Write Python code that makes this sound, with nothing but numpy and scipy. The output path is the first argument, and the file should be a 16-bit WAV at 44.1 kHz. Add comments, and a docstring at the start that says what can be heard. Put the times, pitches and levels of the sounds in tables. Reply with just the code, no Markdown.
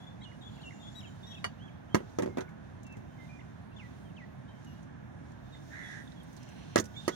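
"""China bowls knock against each other and are set down on a glass garden table, close to spaced microphones:
each blow and its noisy chatter excite banks of decaying modes. Songbirds whistle in the trees as gliding near-sines,
a crow caws once as a frequency-modulated tone, and all of them echo in the trees; an insect buzzes as narrow-band
noise. Distant traffic hums as third-octave noise under the rustle of leaves and hands, which is banded noise."""
import sys
import numpy as np
from scipy import signal
from scipy.io import wavfile
from scipy.ndimage import uniform_filter1d

SR = 44100
rng = np.random.default_rng(int(sys.argv[2]) if len(sys.argv) > 2 else 0)


def persist_wave(psi):
    """Save psi, clipped to +-1, as 16-bit WAV."""
    counts = np.round(np.clip(psi, -1, 1) * 32767).astype(np.int16)
    wavfile.write(sys.argv[1], SR, np.atleast_2d(counts).T)


N = 315309
t = np.arange(N) / SR

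# Arrival at the left microphone ahead of the right, in seconds
NEAR_LEAD_S, SECOND_BOWL_LEAD_S, BIRD_LEAD_S, FAR_LEAD_S = 0.00086, 0.00058, 0.00101, 0.001188
RIGHT_DB = 3.5  # right minus left level of traffic and of the lower rustle


def undb(db):
    """Decibels are twenty times the logarithm of an amplitude ratio; this inverts them."""
    return 10 ** (np.asarray(db) / 20)


def level(x, db):
    """Root-mean-square amplitude measures level: scales x to db."""
    return x * undb(db) / np.sqrt(np.mean(x ** 2))


def band(x, lo_hz, hi_hz, order=2):
    """A Butterworth band-pass is maximally flat between its two cutoffs."""
    sos = signal.butter(order, [lo_hz, min(hi_hz, 0.45 * SR)], "band", fs=SR, output="sos")
    return signal.sosfilt(sos, x)


def walk(rate):
    """Low-pass random modulation: random values held 1 / rate s and smoothed twice; spread near 1."""
    hold = int(SR / rate)
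    steps = np.repeat(rng.standard_normal(N // hold + 1), hold)
    return 2.01 * uniform_filter1d(uniform_filter1d(steps, hold), hold)[:N]


def add(out, pair, s, pan_db, lead_s):
    """Stereo localisation by level and time difference: left is pan_db louder and lead_s earlier."""
    for channel, (start_s, db) in enumerate([(s, pan_db / 2), (s + lead_s, -pan_db / 2)]):
        i = max(int(start_s * SR), 0)
        part = (pair[channel] * undb(db))[:N - i]
        out[channel, i:i + len(part)] += part


def ring(modes, unlike, chatter_t60, chatter_db, crack_db,
         scatter=0.94, crack_from=0.18, alternate=True, size=8000):
    """Modal synthesis: a blow and dying chatter drive decaying modes with a crack between them; peak 1.

    unlike sets how far mode phases (rad) and chatter differ between the microphones."""
    hz, db, t60 = np.transpose(modes)[:, :, None]
    u = np.arange(size) / SR
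    chance = scatter * rng.standard_normal((4, len(modes), 1))
    # neighbouring modes may start in opposite directions
    sign = (-1) ** (alternate * np.arange(len(modes))[:, None])
    decay = sign * undb(db + 3 * chance[0] - 60 * u / t60)
    phase = 2 * np.pi * hz * (1 + 0.0062 * chance[1]) * u
    body = np.array([np.sum(decay * np.sin(phase + unlike * side), axis=0) for side in chance[2:]])
    impulse = undb(crack_db) * (u == 0)
    body += band(impulse, crack_from * hz.min(), 0.52 * hz.max(), order=1)
    body = signal.sosfilt(signal.butter(2, 1.13 * hz.min(), "high", fs=SR, output="sos"), body)

    shared, *own = rng.standard_normal((3, size))
    jitter_db = 3.8 * rng.standard_normal(size)
    chatter = undb(chatter_db + jitter_db - 60 * u / max(chatter_t60, 0.005))
    force = (shared + unlike * np.array(own)) * chatter
    contact = 4  # samples that the blow lasts
    force[:, :contact] += np.hanning(contact + 2)[1:-1] * 2 / contact
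    out = signal.fftconvolve(body, force, axes=1)[:, :size]
    return out / np.abs(out).max()


def knocks():
    """Modal superposition: each impact thuds in the table top, rings the rim and chatters in the china."""
    # Bowl meets bowl or table, peaks before panning:
    # start_s, thud_peak_db, rim_peak_db, china_peak_db, thud_tilt_db (per octave)
    blows = [(1.9454, -9.5, -18, -24, -7), (1.9521, -20, -28, -30, -4), (1.9622, -30, -35.5, -39, 7),
             (2.004, -30.5, -48, -73, -17), (2.031, -43, -65, -80, -6), (2.1863, -16.5, -29, -34, 7),
             (2.1988, -18.5, -37, -46, 18), (2.2219, -24, -34, -34.5, -1), (2.2331, -22.5, -41, -45, 1),
             (2.2596, -22, -42, -44.5, 5), (2.2754, -25, -59, -61, -2), (2.2882, -34, -65, -80, -21),
             (2.3716, -21.5, -34, -40.5, 15), (2.383, -21, -33, -42, 5), (2.4067, -29.5, -39.5, -39, -1),
             (2.4894, -51, -51.5, -62, -4), (2.971, -36, -53, -66, -16), (6.7586, -9.5, -16, -18, 11),
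             (6.7649, -29, -19, -45, 12), (6.7704, -25, -27, -37, 4), (6.779, -24, -42, -22.5, 3),
             (6.786, -17.5, -30, -25, -12), (6.7983, -24.5, -40, -25, 12), (7.0788, -16, -21, -27, 12),
             (7.0908, -23.5, -32, -31.5, 5)]
    # Modes of the table top: pitch_hz, level_db, t60_s
    table_modes = [(110, -16, 0.051), (165, -25, 0.02), (216, -2.5, 0.12), (310, -4.5, 0.036),
                   (370.5, 8.5, 0.065), (482, 4.5, 0.057), (519, -2, 0.044), (570, -2, 0.065),
                   (356, 12, 0.016)]
    # Modes of the bowl's rim: pitch_hz, level_db, t60_s
    rim_modes = [(700, -3, 0.021), (890, -7.5, 0.057), (993, -12.5, 0.075), (1074, -6.5, 0.031),
                 (1285, 0.5, 0.017), (1627, -3.5, 0.02), (1950, 3.5, 0.0096), (2350, -9, 0.0089),
                 (2750, -11.5, 0.0098)]
    # Modes of the china: pitch_hz, level_db, t60_s
    china_modes = [(3430, 15, 0.0038), (3520, 2.5, 0.021), (4420, 5.5, 0.01), (5140, -2, 0.012),
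                   (5350, -10, 0.0062), (6090, 19, 0.0029), (6700, 5, 0.011), (7300, -12, 0.007),
                   (9330, -2, 0.007), (9890, -7.5, 0.029), (14300, -26, .01)]
    # Chatter decay for a -21.5 dB thud: table_t60_s, rim_t60_s, china_t60_s
    chatter_t60_s = (0.14, 0.083, 0.05)
    shrink = 0.042  # share of the chatter's length lost per dB of a harder blow
    swap_s = 4.5  # from here the second bowl lands, further right
    first_bowl = (-3, NEAR_LEAD_S)  # left minus right dB, lead s
    second_bowl = (-5.5, SECOND_BOWL_LEAD_S)
    out = np.zeros((2, N))
    for s, thud_db, rim_db, china_db, tilt_db in blows:
        thud_t60, rim_t60, china_t60 = np.array(chatter_t60_s) * (1 - shrink) ** (thud_db + 21.5)
        # a blow near the edge of the top favours its higher modes
        pivot_hz = table_modes[3][0]
        tilted = [(hz, db + tilt_db * np.log2(hz / pivot_hz), t60) for hz, db, t60 in table_modes]
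        thud = ring(tilted, 0.38, thud_t60, -30.5, 19.5, scatter=0.65, crack_from=2.0, alternate=False)
        rim = ring(rim_modes, 1.1, rim_t60, -16, 20, scatter=0.7)
        china = ring(china_modes, 1.44, china_t60, -26.0, 4.1)
        china_pair_db = china_db + np.array([[-2.5], [2.5]])
        knock = -undb(thud_db) * thud + undb(rim_db) * rim + undb(china_pair_db) * china
        add(out, knock, s, *(first_bowl if s < swap_s else second_bowl))
    return out


def clink():
    """Impact excitation of a held bowl's modes as rim touches rim."""
    # Rim touches rim, before panning: start_s, peak_db
    touches = [(1.4424, -19)]
    # Modes of the held bowl: pitch_hz, level_db, t60_s
    held_modes = [(393, -8, 0.05), (730, -3.5, 0.045), (1100, -8, 0.049), (1120, 13.5, 0.007),
                  (1610, -1, 0.037), (1900, 4, 0.023), (2410, -14, 0.034), (2924, -2, 0.07),
                  (4534, -8, 0.086), (5000, -8, .02), (6180, -12, 0.022), (6500, -8, 0.025),
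                  (8330, -19, 0.025), (9830, -8, 0.019)]
    out = np.zeros((2, N))
    for s, db in touches:
        touch = undb(db) * ring(held_modes, 0.6, 0.09, -24.0, 12.0, scatter=0.3)
        add(out, touch, s, -2.5, NEAR_LEAD_S)
    return out


def singing_rim():
    """Free vibration: a freed rim sings on in one exponentially decaying sine."""
    # Freed rims, before panning: start_s, peak_db
    sings = [(1.945, -55), (2.387, -51.5), (6.798, -53), (7.09, -51)]
    sing_hz, sing_t60_s, attack_s = 1475, 0.66, 0.0018
    out = np.zeros((2, N))
    u = np.arange(SR // 4) / SR
    for s, db in sings:
        envelope = undb(db - 60 * u / sing_t60_s) * np.clip(u / attack_s, 0, 1)
        sing = envelope * np.sin(2 * np.pi * sing_hz * u)
        add(out, [sing, sing], s, -4, NEAR_LEAD_S)
    return out


def ticks():
    """Short band-limited noise bursts: faint ticks of nails and crumbs on china."""
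    # Ticks, before panning: start_s, peak_db, centre_hz
    contacts = [(2.0933, -62, 4110), (2.8314, -52, 6500), (2.866, -55, 6400), (2.923, -58.5, 6300),
                (2.967, -61, 6620), (4.645, -56.5, 6400), (4.828, -61, 6350), (5.318, -61.5, 6360),
                (6.1178, -52, 3750), (6.231, -56, 9150), (6.328, -54, 6400), (6.3647, -49.5, 6140),
                (6.374, -54, 4570), (6.4286, -55, 5500), (6.489, -51, 6400), (6.84, -46, 6100),
                (6.8543, -44, 5900)]
    out = np.zeros((2, N))
    u = np.arange(900) / SR
    for s, db, hz in contacts:
        burst = rng.standard_normal((2, len(u))) * undb(-60 * u / 0.053)
        narrow = band(burst, hz / 1.08, hz * 1.06, order=1)
        tick = narrow + undb(-14) * band(burst, hz / 2.6, hz * 1.7)
        add(out, tick * undb(db) / np.abs(tick).max(), s, -13, NEAR_LEAD_S)
    return out


def bowls():
    """Linear superposition of knocks, clink, singing rims and ticks."""
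    return knocks() + clink() + singing_rim() + ticks()


def note(length, hz, attack=0.0017, release=0.0018):
    """Phase is the integral of frequency hz(u); returns time u, phase and an envelope of rms 1 for a sine."""
    u = np.arange(0, length, 1 / SR)
    ends = np.clip(u / attack, 0, 1) * np.clip((length - u) / release, 0, 1)
    return u, 2 * np.pi * np.cumsum(hz(u)) / SR, np.sqrt(2) * ends


def whistles():
    """Frequency glide: near-sines slide towards a held pitch and throb as they slide."""
    # Whistled notes, rms before wavering and panning; fade_db is over the note, pan_db is left minus right:
    # start_s, length_s, start_hz, held_hz, slide_s, level_db, fade_db, pan_db
    notes = [(0.0, 0.05, 3390, 3416, .03, -61, 2.5, 8), (0.066, 0.1, 3430, 3520, 0.055, -58.5, -27, 8.5),
             (0.207, 0.016, 3640, 4100, 0.02, -59, -6, -2), (0.229, 0.022, 3720, 4250, 0.017, -57, -9, 0),
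             (0.232, 0.025, 4120, 3520, 0.01, -59, -3, 7), (0.218, 0.036, 3210, 3330, 0.018, -62.5, 3, -6),
             (0.303, 0.053, 2850, 2890, .02, -68.5, -1, 1), (0.24, 0.07, 3330, 2870, 0.024, -57, -10, -9),
             (0.313, 0.014, 2410, 1655, 0.018, -56.5, 0, -10), (0.408, 0.025, 3750, 3600, 0.022, -61, 3, 2),
             (.425, .03, 3690, 3780, .02, -65, 2, 2), (0.42, 0.01, 3180, 3450, .012, -66, 0, 2),
             (0.432, 0.054, 3330, 3430, 0.028, -59.5, 9, 4), (0.487, .014, 3530, 2980, 0.015, -57, -4, 1),
             (0.516, 0.14, 3400, 3360, .02, -68, -1, 2), (0.594, 0.016, 2520, 2800, .012, -61, 0, 1),
             (.61, 0.014, 2720, 3320, 0.01, -61, 0, 3), (0.212, 0.013, 1920, 2350, 0.016, -64, 4, -7),
             (0.578, 0.016, 2280, 1950, 0.015, -63, 1, -10), (0.566, 0.016, 2600, 2900, .014, -61, -8, 4),
             (0.614, 0.013, 3520, 4400, 0.0099, -60, 2, 3), (0.625, 0.07, 3430, 2760, 0.0287, -59, 12, 2),
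             (0.628, .012, 3930, 3450, .012, -64, -3, 2), (0.705, 0.0085, 2330, 1610, .013, -51, 0, -10),
             (0.719, 0.016, 2300, 1580, .017, -54, -10, -8), (0.726, 0.071, 2760, 2790, 0.022, -73, 5, -7),
             (0.797, 0.062, 3600, 3560, 0.063, -66, 8, 9.5), (0.827, 0.066, 3270, 3450, 0.057, -58, 8, 1),
             (1.004, 0.018, 3780, 2390, 0.019, -47, -7, 1),
             (1.023, 0.012, 2420, 2120, 0.012, -55.5, -4, -2),
             (1.03, 0.033, 3230, 2470, 0.031, -55.5, -1, 3),
             (1.052, 0.043, 3300, 2970, 0.051, -62.5, -3, -10),
             (1.066, 0.022, 2350, 2280, .02, -66, -9, -8), (1.0, 0.014, 5700, 4850, .022, -62, -1, -12),
             (1.05, 0.023, 1720, 1600, .025, -65, -2, 0), (1.229, 0.037, 3620, 3600, 0.026, -56, -3, -7),
             (1.276, 0.064, 3430, 3330, 0.045, -56, 4, 2), (1.328, 0.019, 2800, 2610, 0.015, -62, 2, 5),
             (1.338, 0.052, 3350, 2570, 0.04, -61.5, 3, 1), (1.295, 0.061, 3000, 3200, .06, -69, 7, 2),
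             (1.342, .015, 3580, 3380, 0.013, -51, -1, 0), (1.371, .025, 3480, 3050, 0.023, -59, -4, -5),
             (1.375, 0.042, 3760, 3760, .02, -62, -1, -1), (1.336, .022, 5700, 5600, .02, -66, -4, -3),
             (1.587, 0.079, 2750, 3367, 0.063, -63.5, 3.5, -2.5),
             (1.677, 0.014, 3300, 2970, 0.016, -56, -6, 0), (1.685, 0.016, 2900, 2300, 0.012, -63, -4, -7),
             (1.613, 0.071, 1525, 1670, 0.059, -63, -1, -3), (1.705, 0.071, 3350, 3310, .03, -70, -11, -4),
             (1.882, 0.073, 2630, 3176, 0.026, -72, 17.5, -8),
             (1.98, 0.021, 3300, 2630, 0.019, -57, -8, -8), (2.29, 0.08, 2160, 2130, .02, -66.5, -4, -9),
             (2.479, 0.0096, 2380, 1860, 0.02, -51, 0, -6), (2.848, 0.1, 2750, 2650, 0.08, -61, 5, -3),
             (2.935, 0.033, 2650, 2080, .024, -57.5, -5.5, -9),
             (3.178, 0.083, 2160, 2073, 0.026, -63, 1, -13), (3.183, 0.067, 3070, 3170, .08, -72, -11, -9),
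             (3.098, 0.084, 3040, 3100, .02, -76.5, 0, -9), (3.288, 0.09, 2410, 2410, 0.055, -60, 0, -4.5),
             (3.398, .016, 3860, 2280, .016, -59, -1, -6), (3.39, 0.0096, 2180, 1950, .012, -53.5, 2, -10),
             (3.41, 0.01, 2200, 1950, .012, -57, .3, -5), (3.715, 0.024, 2870, 2700, 0.01, -66.5, -3, 6),
             (3.761, 0.022, 3490, 3500, .025, -59, 3, 7), (3.781, 0.09, 3480, 1950, 0.064, -48.5, -12, -4),
             (4.048, 0.039, 3230, 3110, 0.035, -75, -4, -12),
             (4.094, 0.021, 3470, 2670, 0.015, -67, -3, -5),
             (4.165, 0.084, 3350, 1936, .061, -49, -9.5, -3), (4.483, 0.11, 3170, 3120, 0.035, -62, -13, 2),
             (4.476, 0.072, 3700, 3840, .03, -74, -10, -9),
             (4.665, 0.069, 2930, 2820, 0.047, -65.5, -0.5, 8.5),
             (4.758, 0.046, 2880, 2880, .03, -75, -2, -1), (4.672, 0.075, 5720, 5760, 0.024, -78, 4, -5),
             (5.519, 0.055, 3760, 3540, 0.049, -65.5, 6, -7),
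             (5.546, 0.0082, 2120, 1895, .009, -56, -2, -1), (5.83, 0.065, 3570, 3360, 0.035, -55, -5, 0),
             (5.915, 0.024, 3550, 3370, 0.025, -61, -1, -5), (5.957, 0.13, 3350, 3400, 0.064, -71, -3, -1),
             (6.073, 0.0092, 3830, 3300, 0.01, -54.5, 0, -8.5),
             (6.117, 0.013, 3300, 4070, 0.011, -61, -2, -5), (6.158, 0.036, 3430, 3260, .03, -65, -2, -8),
             (6.198, 0.026, 3490, 3170, 0.02, -55.5, -16, -9), (6.938, 0.028, 3230, 3300, .02, -57, -3, -7),
             (6.953, 0.023, 2270, 2240, .02, -63.5, 2, -10), (7.048, 0.02, 3600, 3600, .02, -57, 0, -10),
             (6.962, 0.055, 3490, 3630, 0.023, -48.5, -6, -11.5),
             (7.119, 0.04, 3270, 3520, 0.041, -53, 2, -2)]
    attack_s, release_s = 0.004, 0.005
    slide_ease = 1.7  # over 1: the slide slows into the held pitch
    throb_db, throb_s = -12, 0.019  # dip per octave slid, period
    throb_end = 0.8  # share of the slide after which the throb has died
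    octave_at_3k_db, octave_tilt_db = -24, 18  # second partial at 3 kHz; more per octave of pitch
    out = np.zeros((2, N))
    warble = 0.2 * walk(250) + 0.22 * np.array([walk(40), walk(40)])  # phase, rad
    for s, length, hz, held_hz, slide, db, fade_db, pan_db in notes:
        ease = slide_ease if slide < 0.8 * length else 1
        pitch = lambda u: held_hz * (hz / held_hz) ** (np.clip(1 - u / slide, 0, 1) ** ease)
        u, phase, ends = note(length, pitch, attack_s, release_s)
        phase = phase + np.roll(warble, -int(s * SR), axis=1)[:, :len(phase)]
        octaves = abs(np.log2(hz / held_hz))
        throb = np.sin(np.pi * u / throb_s) ** 2
        throb_fade = 2 * np.clip(throb_end - u / slide, 0, 0.5)
        dip_db = throb_db * octaves * throb * throb_fade
        octave_db = octave_at_3k_db + octave_tilt_db * np.log2(pitch(u) / 3000)
        wave = np.sin(phase) + undb(octave_db) * np.sin(2 * phase)
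        add(out, ends * undb(db + dip_db + fade_db * u / length) * wave, s, pan_db, BIRD_LEAD_S)
    return out


def squeaks():
    """Additive harmonic synthesis: a harsher bird whose pitch sags at the end of each note."""
    # Squeaks, before wavering and panning; odd_db is added to odd partials:
    # start_s, length_s, fundamental_hz, level_db, odd_db
    calls = [(0.949, 0.053, 1937, -50.5, -7), (1.262, 0.065, 1902, -58, 6)]
    # Partials of the squeak: multiple, level_db
    partials = [(1, -15.5), (2, 0.5), (3, -12), (4, -19), (6, -22.5)]
    sag, sag_s = 0.04, 0.018  # share of the pitch, duration
    out = np.zeros((2, N))
    for s, length, hz, db, odd_db in calls:
        pitch = lambda u: hz * (1 - sag * np.clip(1 - (length - u) / sag_s, 0, 1) ** 2)
        u, phase, ends = note(length, pitch, 0.01, 0.0016)
        wave = 0
        for k, part_db in partials:
            k = round(k)
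            wave = wave + undb(db + part_db + odd_db * (k % 2)) * np.sin(k * phase)
        tone = ends * wave
        add(out, [tone, tone], s, 10, BIRD_LEAD_S)
    return out


def drone():
    """Inharmonic additive synthesis: a far, thin drone of partials over an unheard fundamental, with breathy hiss."""
    # The drone, before wavering and panning; pitches are of the unheard fundamental:
    # start_s, length_s, start_hz, end_hz, level_db, swell_db (over its length)
    s, length, hz, end_hz, db, swell_db = (6.38, .38, 1405, 1378, -71, 4)
    # Partials of the drone: multiple, level_db
    partials = [(2, -2), (2.27, -6), (3, -7), (4.15, -6)]
    out = np.zeros((2, N))
    u, phase, ends = note(length, lambda u: hz + (end_hz - hz) * u / length)
    phase = phase + 0.6 * walk(200)[:len(phase)]
    wave = sum(undb(part_db) * np.sin(k * phase) for k, part_db in partials)
    hiss = level(band(rng.standard_normal((2, len(u))), 2000, 2800), -2)
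    add(out, ends * undb(db + swell_db * u / length) * (wave + hiss), s, -3.5, BIRD_LEAD_S)
    return out


def crow():
    """Frequency modulation: a rough tone swings in pitch some eighty times a second, with breath noise."""
    # The caw, before panning: start_s, length_s, start_hz, peak_hz, end_hz (of the throat), level_db
    s, length, hz, peak_hz, end_hz, db = (5.695, .345, 1660, 1880, 1700, -49.5)
    attack_s, release_s, flutter_hz, fade_db = 0.043, 0.054, 78.2, -1.5
    out = np.zeros((2, N))
    throat = lambda u: np.interp(u / length, [0, 0.3, 1], [hz, peak_hz, end_hz])
    u, phase, ends = note(length, throat, attack_s, release_s)
    flutter_rate = flutter_hz * (1 + 0.06 * walk(40)[:len(u)])
    flutter = 2 * np.pi * np.cumsum(flutter_rate) / SR
    phase = phase + 2.3 * np.sin(flutter) + 0.45 * walk(300)[:len(u)]
    tone = (np.sin(phase) + undb(-21.0) * np.sin(2 * phase)) * (1 + 0.42 * np.cos(flutter))
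    low, high = rng.standard_normal((2, 2, len(u)))
    rasp = level(band(low, 1440, 2010), -7.0) + level(band(high, 5600, 7000), -23.0)
    add(out, ends * undb(db + fade_db * u / length) * (tone + rasp), s, -6.5, 0.0018)
    return out


def tree_echo(dry):
    """Reverberation as convolution with decaying noise: the nearest branches echo first and louder."""
    trees_t60_s, branches_t60_s = 0.55, 0.05
    branches_db = 7  # against the farther trees
    echo_db = -8.5  # energy of the whole response
    u = np.arange(SR // 2) / SR
    decay = undb(-60 * u / trees_t60_s) + undb(branches_db - 60 * u / branches_t60_s)
    response = rng.standard_normal((2, len(u))) * decay * np.clip(u / 0.0044, 0, 1)
    response = response * undb(echo_db) / np.sqrt(np.sum(response ** 2, axis=1, keepdims=True))
    return signal.fftconvolve(dry, response, axes=1)[:, :N]


def birds():
    """Random amplitude modulation: whistles, squeaks and drone waver on their way; the crow joins, all echo."""
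    waver = undb(1.0 * walk(70) + 1.2 * np.array([walk(70), walk(70)]))
    direct = (whistles() + squeaks() + drone()) * waver + crow()
    return direct + tree_echo(direct)


def insect():
    """Narrow-band noise: a buzz that flickers in level and swells."""
    start_s, length_s, attack_s, release_s = 0.35, 0.83, 0.071, 0.12
    buzz_db, swell_db = -78, 9.5  # rms before flicker and swell; rise over its length
    u = t - start_s
    ends = np.clip(u / attack_s, 0, 1) * np.clip((length_s - u) / release_s, 0, 1)
    buzz = level(band(rng.standard_normal((2, N)), 6880, 7140), buzz_db) * undb(2.4 * walk(61.3))
    return buzz * ends * undb(swell_db * u / length_s + np.array([[2.5], [-2.5]]))


def rustle():
    """Amplitude-modulated noise bands: leaves, sleeves and hands brushing."""
    # Course of the rustle, before band shares and flicker: time_s, level_db
    course = [(0.0, -78), (.12, -82.5), (.65, -73), (1.4, -76), (1.69, -80.5), (1.93, -82), (2.1, -76.5),
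              (2.47, -81.5), (3.17, -80.5), (3.25, -72), (3.42, -80), (3.7, -82), (3.85, -77), (4.44, -83),
              (4.7, -78), (4.9, -83.5), (5.38, -81), (5.9, -65.5), (6.15, -76), (6.55, -70.5), (6.9, -72.5),
              (7.15, -61.5)]
    # Bands of the rustle; follow is how far the band follows the level, 0-1:
    # low_hz, high_hz, share_db, follow
    bands = [(2810, 4430, 3.5, 0.85), (3600, 3700, -4.5, 1), (5170, 6900, 2, 0.84), (8270, 10070, -6, 0.85),
             (10000, 16300, -8, 0.7)]
    right_treble_db = 5.5  # right minus left for bands reaching 7 kHz or more
    out = np.zeros((2, N))
    time_s, course_db = np.transpose(course)
    db = np.interp(t, time_s, course_db)
    for lo_hz, hi_hz, share_db, follow in bands:
        grain = rng.standard_normal((2, N)) * undb(1.6 * rng.standard_normal(N))
        band_db = db.mean() + follow * (db - db.mean()) + 1.3 * walk(12)
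        hiss = level(band(grain, lo_hz, hi_hz), share_db) * undb(band_db)
        right_db = RIGHT_DB if hi_hz < 7000 else right_treble_db
        out += hiss * undb(np.array([[-1], [1]]) * right_db / 2)
    return out


def traffic():
    """Interaural coherence falls with frequency: flickering third-octave noise, alike at both microphones in the bass."""
    # Relative spectral density of the traffic: pitch_hz, density_db (per Hz)
    spectrum = [(12, -65), (20, -48), (32, -42), (48, -13.5), (109, -1), (163, -3.5), (248, -7), (354, -15),
                (585, -20.5), (636, -18.5), (1010, -23), (1140, -25.5), (1570, -23.5), (2650, -37.5),
                (3000, -34.5), (3900, -60), (6600, -120)]
    traffic_db = -47.5  # rms before the left-right balance
    alike_hz = 950  # above this the sound differs more between the microphones
    out, lead = np.zeros((2, N)), int(FAR_LEAD_S * SR)
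    hz_points, db_points = np.transpose(spectrum)
    for hz in 25 * 2 ** (np.arange(22) / 3):
        noise = rng.standard_normal((3, N + lead))
        shared, left, right = band(noise, hz * 2 ** (-1 / 6), hz * 2 ** (1 / 6))
        alike = 1 / (1 + (hz / alike_hz) ** 1.76)
        common = np.array([shared[lead:], shared[:N]])  # the left microphone hears it first
        own = np.array([left[:N], right[:N]])
        pair = np.sqrt(alike) * common + np.sqrt(1 - alike) * own
        density_db = np.interp(np.log(hz), np.log(hz_points), db_points)
        out += pair * undb(density_db + 0.37 * walk(4.3))
    return level(out, traffic_db) * undb(np.array([[-RIGHT_DB], [RIGHT_DB]]) / 2)


def scene():
    """Superposition of sound pressures from the bowls to the background."""
    return bowls() + birds() + insect() + rustle() + traffic()


def record(dry):
    """Band limitation: the microphones lose the deep bass; the recorder cuts the top."""
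    dry = signal.sosfilt(signal.butter(2, 45.0, "high", fs=SR, output="sos"), dry)
    top_hz = 15900
    return signal.sosfilt(signal.ellip(8, 0.2, 70, top_hz, fs=SR, output="sos"), dry)


dry = scene()
out = record(dry)
persist_wave(out)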